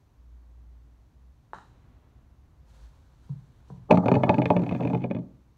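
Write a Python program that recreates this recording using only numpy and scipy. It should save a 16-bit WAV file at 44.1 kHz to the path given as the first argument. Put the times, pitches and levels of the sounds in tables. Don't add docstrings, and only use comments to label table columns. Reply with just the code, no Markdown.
import sys
import numpy as np
from scipy import signal
from scipy.fft import rfft, irfft, next_fast_len
from scipy.io import wavfile
from scipy.ndimage import uniform_filter1d, map_coordinates

SR = 44100
rng = np.random.default_rng(int(sys.argv[2]) if len(sys.argv) > 2 else 0)


def inscribe(sig):
    pcm = np.round(np.clip(np.atleast_2d(sig).T, -1, 1) * 32767)
    wavfile.write(sys.argv[1], SR, pcm.astype(np.int16))


N = 245637


# time_s, hum_db, rush_db (mean band levels)
TRAFFIC_LEVELS = [(0, -63, -73.5), (1.45, -60.5, -73), (1.74, -58, -68.5), (2.5, -57.5, -73),
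                  (2.83, -57, -70.5), (3.8, -57.5, -70), (5.57, -61.5, -73)]
# hz, density_db
HUM_SPECTRUM = [(12, -59), (20, -26), (24, -14), (30, -9), (49, -1.5), (65, 4), (86, -6.5), (121, -5),
                (160, -12.5), (210, -46), (350, -120)]
# hz, density_db
RUSH_SPECTRUM = [(50, -57), (85, -6.5), (125, -6), (162, -14), (263, -11.5), (368, -19.5), (517, -23),
                 (838, -23.5), (1120, -24.5), (1230, -27.5), (1820, -32.5), (4000, -41.5), (5200, -65.5),
                 (8800, -120)]
# hz, density_db
MICROPHONE_HISS_SPECTRUM = [(1470, -28.5), (2500, -9), (4380, 1), (5020, -2.5), (5990, 0.5), (8020, -6),
                            (10500, -9), (11400, -6), (15600, -11)]
# start_s, length_s, pitch_hz, rms_db (at the crest, before flutter)
ENGINE_NOTES = [(.1, 1, 58.9, -49.5), (1.1, 0.24, 61.2, -52.5), (2.62, 0.32, 54.47, -51.5)]
# start_s, length_s, pitch_hz, rms_db (at the crest, before flutter)
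COO_NOTES = [(.44, .14, 519, -78), (2.59, 0.3, 520, -76), (2.93, .2, 533, -78)]

# start_s, peak_db (before the turf dulls the direct path)
PUTT_BLOW = (1.533, -20)
# hz, density_db
TOCK_SPECTRUM = [(150, -38), (250, -24), (287, -16), (413, -8.5), (648, -8), (869, 3.5), (1090, -1.5),
                 (1740, -6.5), (2250, -26.5), (3070, -23.5), (3470, -31), (3850, -18.5), (4820, -34),
                 (6360, -28), (15600, -42)]
# delay_s, gain_db
WALL_SLAPS = [(.0135, -15), (.034, -26), (.052, -16)]
# hz, t60_s
YARD_DECAY = [(200, 0.43), (800, 0.37), (2000, 0.39), (5000, 0.85), (12000, 0.65)]

# start_s, rise_s, hold_s, fall_db_per_s, level_db
SCUFF_STROKES = [(2.619, .09, 0.14, 99, -72.5), (2.896, 0.063, .68, 59, -82),
                 (3.176, 0.078, .04, 89.5, -82.5), (3.653, 0.034, 0.015, 75.5, -77.5)]
# hz, density_db
TURF_SPECTRUM = [(350, -36), (600, -5.5), (697, -5), (1040, -1), (1140, -11), (1520, -4), (1970, -15.5),
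                 (4220, -10), (5040, -16.5), (6100, -13.5), (15600, -32)]
# start_s, boom_peak_db, click_peak_db, pitch_hz (favoured by the deck)
FOOTSTEPS = [(3.293, -25.5, -48.5, 143), (3.701, -35, -39, 158), (3.77, -42, -64, 124.5)]
# hz, level_db, t60_s
SOLE_MODES = [(435, 1.5, 0.018), (778, 3.0, 0.011), (962, -1.5, 0.023), (1200, -15.5, .02)]

# hz, level_db, t60_s
DECK_MODES = [(108, -13, 0.27), (126.2, -2, 0.21), (143.5, -12.5, 0.14), (179.1, 1, 0.2), (230.2, 1, 0.11),
              (278.2, 2.5, 0.075), (368, -14, 0.11)]
# hz, level_db, t60_s
CUP_MODES = [(393.4, -1.5, 0.1), (445.8, 1.5, 0.1), (540.7, 7, 0.042), (584.4, 5, 0.07), (622.2, 2, 0.08),
             (700.5, 0, 0.069), (761, 0, 0.057), (841, 1, 0.074), (896.7, -3, 0.08), (968, -1, 0.039),
             (1045, -19, 0.05), (1158, 4, 0.017), (1410, -19, 0.057)]
# hz, level_db, t60_s
SHELL_MODES = [(1627, -5.5, 0.047), (1758, -5.5, 0.037), (1894, -9.5, 0.027), (2180, 0.5, 0.035),
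               (2368, 1, 0.025), (2490, 6.5, 0.028), (2552, -11, 0.028), (2990, -6, 0.03),
               (3474, -8.5, 0.03), (3440, -11, 0.013), (4350, -24, 0.022)]
# time_s, deck_db, cup_db
ROLLING_LEVELS = [(3.885, -60.5, -60), (3.905, -39.5, -28.5), (3.99, -32, -39), (4.11, -40, -43),
                  (4.3, -27, -30.5), (4.5, -30, -49), (4.8, -32.5, -39), (4.96, -35, -47), (5.03, -37, -54),
                  (5.2, -50, -61), (5.32, -50.5, -80), (5.5, -84, -100)]
# start_s, rise_s, hold_s, fall_db_per_s, level_db
CHATTER_SWELL = (4, 0.16, 0.9, 111, -66)
# start_s, rise_s, hold_s, fall_db_per_s, level_db
SLIDE_SWELL = (4, 0.04, 0.92, 251, -75.5)
# hz, density_db
SLIDE_SPECTRUM = [(880, -29), (1500, 0.5), (1700, -2.5), (2160, -8.5), (2780, -18.5), (4040, -15),
                  (4770, -21), (6100, -18.5), (10400, -30.5), (15600, -31)]

# start_s, knock_peak_db (cup), tick_peak_db (shell)
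BALL_BLOWS = [(3.9045, -17, -46), (3.909, -3.5, -14.5), (3.9153, -12.5, -23.5), (3.9251, -10, -31),
              (3.9435, -15.5, -39), (3.954, -22.5, -39.5), (3.9732, -12.5, -27), (4.0585, -17, -33.5),
              (4.0834, -9.5, -22), (4.116, -10.5, -25.5), (4.1403, -18, -30), (4.1527, -17.5, -25),
              (4.1638, -14, -45), (4.2348, -10.5, -22), (4.2935, -7.5, -15.5), (4.342, -21.5, -30),
              (4.383, -17, -31), (4.4183, -16.5, -27.5), (4.4567, -17, -19.5), (4.503, -7, -22.5),
              (4.5649, -16.5, -26), (4.5927, -28, -42.5), (4.619, -31, -44.5), (4.6356, -39, -41),
              (4.6644, -29, -39), (4.6924, -33, -30), (4.7114, -23.5, -39.5), (4.7233, -26.5, -36),
              (4.749, -28, -36), (4.7617, -43.5, -43), (4.806, -27.5, -38.5), (4.8256, -39.5, -43),
              (4.8333, -28.5, -37.5), (4.8508, -21.5, -34), (4.8738, -28.5, -32.5), (4.8992, -24.5, -41.5),
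              (4.9321, -21, -37.5), (4.9476, -20.5, -33), (4.9736, -33, -49.5), (5.0176, -41, -48.5),
              (5.0337, -35.5, -48), (5.0402, -21.5, -33.5), (5.1024, -37, -49), (5.1105, -23.5, -33),
              (5.1479, -31, -41.5), (5.1649, -32.5, -45), (5.1863, -37.5, -53.5)]
# hz, density_db
CRACK_SPECTRUM = [(1760, -25.5), (3000, -11), (4510, -10.5), (4930, -28.5), (6110, -18.5), (7780, -29.5),
                  (10400, -38), (14900, -43), (15600, -41.5)]
# hz, t60_s
HOLLOW_DECAY = [(150, 0.47), (500, 0.44), (1200, 0.42), (2500, 0.035), (6000, 0.51), (12000, 0.19)]

DROP_S = 3.9
BRIGHTENS, CUP_DULLS = 0.13, 3.9
BOOM_DB, BOOM_FOLLOWS, BOOM_SCATTER_DB = -6, 0.52, 2
CRACK_DB, CRACK_FOLLOWS, CRACK_DULLS_DB_PER_S = -26, 0.45, 12.5
TOP_HZ = 15770


def amp(db):
    return 10 ** (np.asarray(db) / 20)


def unit(x):
    return x / np.sqrt(np.mean(x ** 2) + 1e-20)


def along(points, hz):
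    point_hz, value = np.transpose(points)
    return np.interp(np.log(hz + 1), np.log(point_hz + 1), value)


def curves(rows, outside=None):
    times, *columns = np.transpose(rows)
    t = np.arange(N) / SR
    return [np.interp(t, times, column, outside, outside) for column in columns]


def wobble(rate):
    knots = rng.standard_normal(int(N * rate / SR) + 4)
    return map_coordinates(knots, [np.arange(N) * rate / SR])


def filtered(x, response):
    m = next_fast_len(len(x) + SR // 2)
    return irfft(rfft(x, m) * response(np.fft.rfftfreq(m, 1 / SR)), m)[:len(x)]


def noise(spectrum, lo_hz=0, hi_hz=SR):
    x = filtered(rng.standard_normal(N), lambda hz: amp(along(spectrum, hz)))
    band = filtered(x, lambda hz: (hz > lo_hz) & (hz < hi_hz))
    return x / np.std(band)


def swell(start, rise, hold, fall_db, db):
    t = np.arange(N) / SR - start
    decay = amp(db - fall_db * np.maximum(t - rise - hold, 0))
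    return np.clip(t / rise, 0, 1) ** 2 * decay


def tones(notes, waver, flutter_db):
    out, t = np.zeros(N), np.arange(N) / SR
    wavering_time = np.cumsum(1 + waver * wobble(10)) / SR
    for s, length, hz, rms_db in notes:
        arch = np.sin(np.pi * np.clip((t - s) / length, 0, 1)) ** 0.56
        out += np.sqrt(2) * amp(rms_db) * np.abs(arch) * np.sin(2 * np.pi * hz * wavering_time)
    return out * amp(flutter_db * wobble(14))


def ring(modes, scatter_db, attack, detune=0):
    hz, db, t60 = np.transpose(modes)[:, :, None]
    hz = hz * (1 + detune * rng.standard_normal(hz.shape))
    t = np.arange(SR // 2) / SR
    sign = np.sign(rng.random(hz.shape) - .2)
    strength = amp(db + scatter_db * rng.standard_normal(hz.shape)) * sign
    x = np.sum(strength * amp(-60 * t / t60) * np.sin(2 * np.pi * hz * t), 0)
    x = x * (1 - np.exp(-t / attack)) ** 2
    return x / np.abs(x).max()


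def shaken(modes, drive):
    def response(f):
        total = 0
        for k, (hz, db, t60) in enumerate(modes):
            width = np.log(1000) / (np.pi * t60)
            resonance = 1j * f * hz / (hz * hz - f * f + 1j * f * width)
            total = total + (-1) ** k * amp(db) * resonance
        return total
    return unit(filtered(drive, response))


def struck(spectrum, force):
    m = 2 * len(force)
    magnitude = amp(along(spectrum, np.fft.rfftfreq(m, 1 / SR)))
    cepstrum = irfft(np.log(magnitude + 1e-6), m)
    cepstrum[1:m // 2] *= 2
    cepstrum[m // 2 + 1:] = 0
    x = irfft(rfft(force, m) * np.exp(rfft(cepstrum)), m)[:len(force)]
    return x / np.abs(x).max()


def echo(x, space, delay):
    hz, t, bins = signal.stft(rng.standard_normal(SR // 2), SR, nperseg=256)
    decay = amp(-60 * t / along(space, hz)[:, None])
    tail = signal.istft(bins * decay, SR, nperseg=256)[1]
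    delayed = np.pad(x, (round(delay * SR), 0))
    return signal.fftconvolve(delayed, tail / np.linalg.norm(tail))


def add(track, s, sound):
    start = round(s * SR)
    track[start:start + len(sound)] += sound[:N - start]


def traffic():
    hum_db, rush_db = curves(TRAFFIC_LEVELS)
    hum = amp(hum_db + 0.2 * wobble(3.9)) * noise(HUM_SPECTRUM, 35, 85)
    engine = tones(ENGINE_NOTES, waver=0.0042, flutter_db=2.0)
    rush = amp(rush_db + .6 * wobble(3)) * noise(RUSH_SPECTRUM, 300, 1500)
    microphone_hiss = amp(-83) * noise(MICROPHONE_HISS_SPECTRUM)
    return hum + engine + rush + microphone_hiss


def dove():
    return tones(COO_NOTES, waver=0.0119, flutter_db=3)


def putt():
    out, t = np.zeros(N), np.arange(SR // 10) / SR
    s, peak_db = PUTT_BLOW
    contact = np.exp(-((t - .0006) / .00003) ** 2)
    tock = amp(peak_db) * struck(TOCK_SPECTRUM, contact)
    add(out, s, filtered(tock, lambda hz: 1 / (1 + 1j * hz / 2100) ** 2))
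    for delay, slap_db in WALL_SLAPS:
        add(out, s + delay, amp(slap_db) * tock)
    deck = ring(DECK_MODES[1:5], scatter_db=0.5, attack=0.031)
    add(out, s, amp(peak_db - 29.5) * deck)
    add(out, s, amp(-4.0) * echo(tock, YARD_DECAY, delay=0.0037))
    return out


def scuff():
    strokes = sum(swell(*stroke) for stroke in SCUFF_STROKES)
    return strokes * amp(wobble(40)) * noise(TURF_SPECTRUM, 2000, 10000)


def steps():
    out = np.zeros(N)
    for s, boom_db, click_db, pitch_hz in FOOTSTEPS:
        near_modes = [(hz, -45 * abs(np.log2(hz / pitch_hz)), 2.05 * t60) for hz, _, t60 in DECK_MODES]
        click = ring(SOLE_MODES, scatter_db=1.5, attack=0.00072)
        boom = ring(near_modes, scatter_db=0.5, attack=0.0033)
        add(out, s, amp(boom_db) * boom + amp(click_db) * click)
        add(out, s, amp(click_db - 2) * echo(click, YARD_DECAY, delay=0.0063))
    return out


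def rolling():
    deck_gain, cup_gain = (uniform_filter1d(amp(db), size=200)
                           for db in curves(ROLLING_LEVELS, outside=-120))
    lumpy = rng.standard_normal(N) * amp(7.4 * wobble(60))
    force = filtered(lumpy, lambda hz: 1 / (1 + (hz / 850) ** 3.1))
    skips = (rng.random(N) < 130 / SR) * rng.standard_normal(N)
    hiss = amp(1.5 * wobble(70)) * noise(SLIDE_SPECTRUM, 4500, 12000)
    drumming = deck_gain * shaken(DECK_MODES, force) + cup_gain * shaken(CUP_MODES, force)
    chatter = swell(*CHATTER_SWELL) * shaken(SHELL_MODES, skips)
    return drumming + chatter + swell(*SLIDE_SWELL) * hiss


def bounces():
    out, t = np.zeros(N), np.arange(SR // 2) / SR
    for s, knock_db, tick_db in BALL_BLOWS:
        softness = amp(-.25 * (tick_db + 26.0))
        crack_db = CRACK_DB + CRACK_FOLLOWS * tick_db - CRACK_DULLS_DB_PER_S * (s - DROP_S)
        boom_db = BOOM_DB + BOOM_FOLLOWS * knock_db + BOOM_SCATTER_DB * rng.standard_normal()
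        tilt = BRIGHTENS * (knock_db + 21.0) - CUP_DULLS * (s - DROP_S)
        cup_modes = [(hz, db + tilt * np.log2(hz / 600), t60) for hz, db, t60 in CUP_MODES]

        burst = amp(-60 * t / 0.022) * (1 - np.exp(-t / (.0008 * softness))) * rng.standard_normal(len(t))
        hit = amp(crack_db) * struck(CRACK_SPECTRUM, burst)
        hit += amp(tick_db) * ring(SHELL_MODES, scatter_db=3.0, attack=0.00014 * softness, detune=.022)
        hit += amp(knock_db) * ring(cup_modes, scatter_db=4.5, attack=0.00078, detune=.025)
        hit += amp(boom_db) * ring(DECK_MODES, scatter_db=2.0, attack=0.00067, detune=0.009)
        add(out, s, hit)
        add(out, s, amp(-13.5) * echo(hit, HOLLOW_DECAY, delay=.005))
    return out


def scene():
    near = bounces() + rolling() + steps() + putt()
    highpass = signal.butter(N=3, Wn=85, btype="high", fs=SR, output="sos")
    near = signal.sosfilt(highpass, near)
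    return (near + scuff() + dove() + traffic())[None]


def record(dry):
    return filtered(dry[0], lambda hz: hz < TOP_HZ)[None]


dry = scene()
out = record(dry)
inscribe(out)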